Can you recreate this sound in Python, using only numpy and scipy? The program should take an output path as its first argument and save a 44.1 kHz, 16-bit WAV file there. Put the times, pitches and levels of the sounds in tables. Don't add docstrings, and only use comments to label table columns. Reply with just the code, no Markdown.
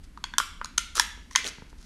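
import sys
import numpy as np
from scipy import signal
from scipy.fft import rfft, irfft
from scipy.io import wavfile

SR = 44100
rng = np.random.default_rng(int(sys.argv[2]) if len(sys.argv) > 2 else 0)


def bounce(signal):
    frames = np.transpose(np.atleast_2d(signal))
    limited = np.clip(frames, -1, 1)
    pcm = np.round(limited * 32767).astype(np.int16)
    wavfile.write(sys.argv[1], SR, pcm)


N = 81585
T = np.arange(N) / SR
EVENT_SAMPLES = SR // 10


def from_db(db):
    return 10 ** (np.asarray(db) / 20)


def rms_one(x):
    return x / np.sqrt(np.mean(x ** 2) + 1e-20)


def cut(x, hz, kind, order=2):
    sos = signal.butter(order, min(hz, .45 * SR), kind, fs=SR, output="sos")
    return signal.sosfilt(sos, x)


def colour(x, points):
    hz, db = np.transpose(points)
    size = 2048
    bins_hz = np.arange(size + 1) * SR / (2 * size)
    gain = rms_one(from_db(np.interp(np.log(bins_hz + 1), np.log(hz), db)))
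    cepstrum = irfft(np.log(gain))[:size]
    cepstrum[1:] *= 2
    impulse = irfft(np.exp(rfft(cepstrum, 2 * size)))
    return signal.fftconvolve(x, impulse)[:len(x)]


def add(out, start_s, sound):
    i = int(start_s * SR)
    out[i:i + len(sound)] += sound[:N - i]


def dying(t60_s):
    return from_db(-60 * T[:EVENT_SAMPLES] / t60_s)


def ring(hz, db, t60_s):
    return from_db(db) * dying(t60_s) * np.sin(2 * np.pi * hz * T[:EVENT_SAMPLES])


# [f/Hz, relative level/dB]
ROOM_TONE_SPECTRUM = [(12, -41.5), (20, 2.5), (61, 2.5), (81, -4.5), (98, -19), (130, -13.5), (222, -12),
                      (277, -14.5), (459, -30), (660, -30), (759, -32), (1290, -31.5), (1610, -31),
                      (12100, -44.5), (16000, -91)]
ROOM_TONE_RMS_DB = -47.5


def room_tone():
    noise = colour(rng.standard_normal(N + SR), ROOM_TONE_SPECTRUM)[SR:]
    return from_db(ROOM_TONE_RMS_DB) * rms_one(noise)


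# [f/Hz, relative level/dB]
ECHO_SPECTRUM = [(200, -9.5), (700, 1), (1000, -4.5), (1500, 1.5), (1850, 2), (2100, 9.5), (3200, -0.5),
                 (4600, -1), (6400, -4.5), (9000, -3), (14000, -3.5)]
ECHO_DB, FIRST_ECHO_S = -9.5, 0.0056
ECHO_T60_S, ECHO_TREBLE_T60_S, ECHO_SPLIT_HZ = 0.51, 0.28, 5470


def room(x):
    low = cut(rng.standard_normal(N), ECHO_SPLIT_HZ, "low") * from_db(-60 * T / ECHO_T60_S)
    high = cut(rng.standard_normal(N), ECHO_SPLIT_HZ, "high") * from_db(-60 * T / ECHO_TREBLE_T60_S)
    echo = colour((low + high) * (T > FIRST_ECHO_S), ECHO_SPECTRUM)
    echo /= np.linalg.norm(echo)
    return from_db(ECHO_DB) * signal.fftconvolve(x, echo)[:N]


# [delay/s, level/dB]
REFLECTIONS = [(.0112, -24), (.0143, -29), (.0185, -26)]


def reflected(x):
    copies = [from_db(db) * np.interp(T - delay_s, T, x, left=0) for delay_s, db in REFLECTIONS]
    return x + sum(copies)


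# [t/s, level/dB]
BUMPS = [(.781, -40), (1.175, -44.5), (1.583, -39), (1.621, -36.5), (1.729, -42)]
# [f/Hz, level re bump/dB, t60/s]
BUMP_MODES = [(141, 0.5, 0.039), (242.3, 1, 0.021), (468, -5, 0.026), (917, -5.5, 0.027), (1560, 0, 0.0049)]


def fingers():
    out = np.zeros(N)
    for start_s, bump_db in BUMPS:
        for k, (hz, mode_db, t60_s) in enumerate(BUMP_MODES):
            add(out, start_s, (-1) ** k * ring(hz, bump_db + mode_db, t60_s))
    return out


GRAINS_PER_S, GRAIN_SPREAD_DB = 1500, 3.5
STRETCH_EDGE_S = 0.017


def grains(spectrum):
    sizes = from_db(GRAIN_SPREAD_DB * np.minimum(rng.exponential(1, N), 4))
    slips = sizes * rng.choice([-1, 1], N) * (rng.random(N) < GRAINS_PER_S / SR)
    return rms_one(colour(slips, spectrum))


def stretches(rows):
    gain = np.zeros(N)
    for start_s, length_s, db in rows:
        inside_s = np.minimum(T - start_s, start_s + length_s - T)
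        gain += from_db(db) * np.clip(inside_s / STRETCH_EDGE_S + .5, 0, 1)
    return gain


# [t/s, length/s, level/dB]
FLAPS = [(.965, 0.027, -46), (1.385, .03, -56.5), (1.44, 0.055, -45)]
# [f/Hz, relative level/dB]
FLAP_SPECTRUM = [(100, -10), (250, -2), (420, 0), (650, -3), (900, -16), (2000, -45)]


def flaps():
    return stretches(FLAPS) * grains(FLAP_SPECTRUM)


# [t/s, length/s, level/dB]
RASPS = [(.035, 0.018, -56.5), (.957, 0.046, -33), (1.008, 0.012, -31), (1.312, 0.03, -51.5),
         (1.374, 0.023, -39), (1.44, 0.056, -40), (1.697, 0.0084, -56), (1.78, 0.074, -59)]
# [f/Hz, relative level/dB]
RASP_SPECTRUM = [(300, -45.5), (900, -6), (1400, -0.5), (2300, -8.5), (4000, -1), (6300, 0), (8000, -7),
                 (11000, -11), (15000, -36)]


def rasps():
    return stretches(RASPS) * grains(RASP_SPECTRUM)


# [f/Hz, relative level/dB]
CRACK_SPECTRUM = [(500, -77), (850, -28), (1300, -7), (2200, -9), (3300, 2), (4800, -1), (6700, 5),
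                  (7900, -2), (9500, 3), (10500, -5), (11500, 0), (13500, -11.5), (16000, -21)]
CRACK_DB, CRACK_LOW_HZ = -5, 918


def crack(event_db, top_hz, t60_s):
    envelope = dying(t60_s)
    burst = rng.standard_normal(EVENT_SAMPLES) * envelope
    spectrum = rfft(burst, 2 * len(burst))
    burst = irfft(spectrum / np.abs(spectrum))[:len(burst)] * np.linalg.norm(envelope)
    burst = cut(colour(burst, CRACK_SPECTRUM), top_hz, "low")
    return from_db(event_db + CRACK_DB) * cut(burst, CRACK_LOW_HZ, "high")


FOIL_LOW_HZ = 2020
CRINKLE_TOP_HZ, CRINKLE_T60_S = 5800, 0.007
CRINKLE_MODE_DB = -0.5
# [t/s, level/dB, main foil mode f/Hz]
CRINKLES = [(0.9618, -30, 3400), (0.976, -26, 4470), (1.011, -21, 5320), (1.3322, -33, 5900),
            (1.444, -22, 3340), (1.453, -24, 3400), (1.4561, -23.5, 2400), (1.4645, -18, 3090),
            (1.4684, -17.5, 4030), (1.4768, -21.5, 6480), (1.4875, -23, 5660)]


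def crinkles():
    cracks, foil = np.zeros((2, N))
    for start_s, db, hz in CRINKLES:
        add(cracks, start_s, crack(db, CRINKLE_TOP_HZ, CRINKLE_T60_S))
        add(foil, start_s, ring(hz, db + CRINKLE_MODE_DB, CRINKLE_T60_S))
    return cracks, cut(foil, FOIL_LOW_HZ, "high")


CUP_T60_S, CUP_TOP_HZ = .016, 2200
WALL_LOW_HZ = 937
FLEX_HZ, FLEX_T60_S = 560, 0.0092


def cup(modes, flex_db):
    wall = sum(ring(hz, db, CUP_T60_S) for hz, db in modes)
    wall = cut(wall, WALL_LOW_HZ, "high", order=8)
    wall = cut(wall, CUP_TOP_HZ, "low", order=3)
    return wall + ring(FLEX_HZ, flex_db, FLEX_T60_S)


MODE_SPREAD_S = .0012


def late(sound):
    delay = int(rng.random() * MODE_SPREAD_S * SR)
    return np.pad(sound, (delay, 0))[:len(sound)]


FOIL_RING_CYCLES = 57.4
# [f/Hz, level re foil/dB]
FOIL_MODES = [(2450, -22), (3914, -16), (4380, -12), (4780, -19), (5350, -15.5), (6850, -10), (8270, -18),
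              (9550, -5.5), (11070, -20)]


def foil_ringing(foil_db, top_hz, own_modes):
    ringing = np.zeros(EVENT_SAMPLES)
    for k, (hz, db) in enumerate(list(FOIL_MODES) + list(own_modes)):
        ringing += (-1) ** k * late(ring(hz, foil_db + db, FOIL_RING_CYCLES / hz))
    return cut(ringing, top_hz, "low")


CRACK_T60_S = 0.017
# [t/s, foil level/dB, foil roll-off f/Hz, cup flex level/dB,
#   cup modes (f/Hz, level/dB), foil modes (f/Hz, level re foil/dB)]
SNAPS = [(0.1744, -40, 4500, -57, [(970, -31.5), (1160, -31.5)], [(4660, -7)]),
         (0.24, -23, 6500, -46, [(960, -22.5), (1090, -29), (1491, -25.5)], [(2150, -10), (3295, 1),
         (4382, 1.5), (6400, 0.5)]), (0.3374, -32, 3400, -46, [(995, -28), (1594, -23.5)], [(3550, 4.5),
         (5700, 1)]), (.3824, -6, 10800, -32, [(1090, -14.5), (1400, -12), (1620, -15.5)], [(3100, -12),
         (3600, -7.5), (5850, -4), (6500, -0.5)]), (0.4006, -15.5, 3870, -30, [(1180, -13.5),
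         (1400, -12.5)], [(3280, -8)]), (0.6138, -27.5, 2000, -32.5, [(990, -25), (1200, -22.5),
         (1410, -24.5)], [(3000, -3)]), (.6449, -23.5, 7000, -42.5, [(1030, -28.5), (1220, -30)],
         [(4100, -6), (4900, -6.5), (6650, 0)]), (0.6566, -33, 8000, -62, [(1500, -30.5)], [(5740, 1)]),
         (0.778, -13, 8500, -44, [(1400, -24.5)], [(6300, -5)]),
         (0.7802, -11.5, 8550, -33.5, [(1000, -25.5), (1420, -16), (1800, -26.5)], [(2400, -12), (3060, -5),
         (6310, 7)]), (0.9538, -22.5, 14800, -55, [(1330, -28.5)], [(6830, 0.5)]),
         (0.9689, -20, 11000, -50, [(1250, -28)], [(6050, -7)]),
         (0.9791, -26.5, 7000, -42.5, [(1330, -16.5), (1600, -25.5)], [(5800, 4)]),
         (0.9968, -6.5, 11400, -31.5, [(960, -8), (1330, -22.5), (1700, -6.5)], [(3370, -9), (5100, -2),
         (5550, 0.5)]), (1.3106, -35, 5800, -51, [(1050, -35.5), (1910, -37)], [(5800, 1)]),
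         (1.3520, -17, 4970, -41.5, [(980, -19.5), (1500, -25.5), (1830, -14)], [(2144, -1), (3200, -4.5)]),
         (1.3591, -4, 6000, -37.5, [(1074, -11.5), (1480, -19.5), (1900, -28.5)], [(2070, -11),
         (2600, -16.5), (3200, -6.5), (6520, 2)])]


def snaps():
    cracks, foil, wall = np.zeros((3, N))
    for start_s, foil_db, top_hz, flex_db, cup_modes, own_modes in SNAPS:
        add(foil, start_s, foil_ringing(foil_db, top_hz, own_modes))
        add(cracks, start_s, crack(foil_db, top_hz, CRACK_T60_S))
        add(wall, start_s, cup(cup_modes, flex_db))
    return cracks, cut(foil, FOIL_LOW_HZ, "high"), wall


CRACK_AROUND_DB, FOIL_AROUND_DB, CUP_AROUND_DB = 3.5, -6, -4


def scene():
    snap_cracks, snap_foil, wall = snaps()
    crease_cracks, crease_foil = crinkles()
    cracks = snap_cracks + crease_cracks
    foil = snap_foil + crease_foil
    handling = rasps() + flaps() + fingers()
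    around = from_db(CRACK_AROUND_DB) * cracks + from_db(FOIL_AROUND_DB) * foil
    around += from_db(CUP_AROUND_DB) * wall
    direct = reflected(cracks + foil + wall + handling)
    return (direct + room(around + handling) + room_tone())[None]


CUTOFF_HZ = 17200


def record(dry):
    return signal.sosfilt(signal.cheby2(16, 90, CUTOFF_HZ, fs=SR, output="sos"), dry)


dry = scene()
out = record(dry)
bounce(out)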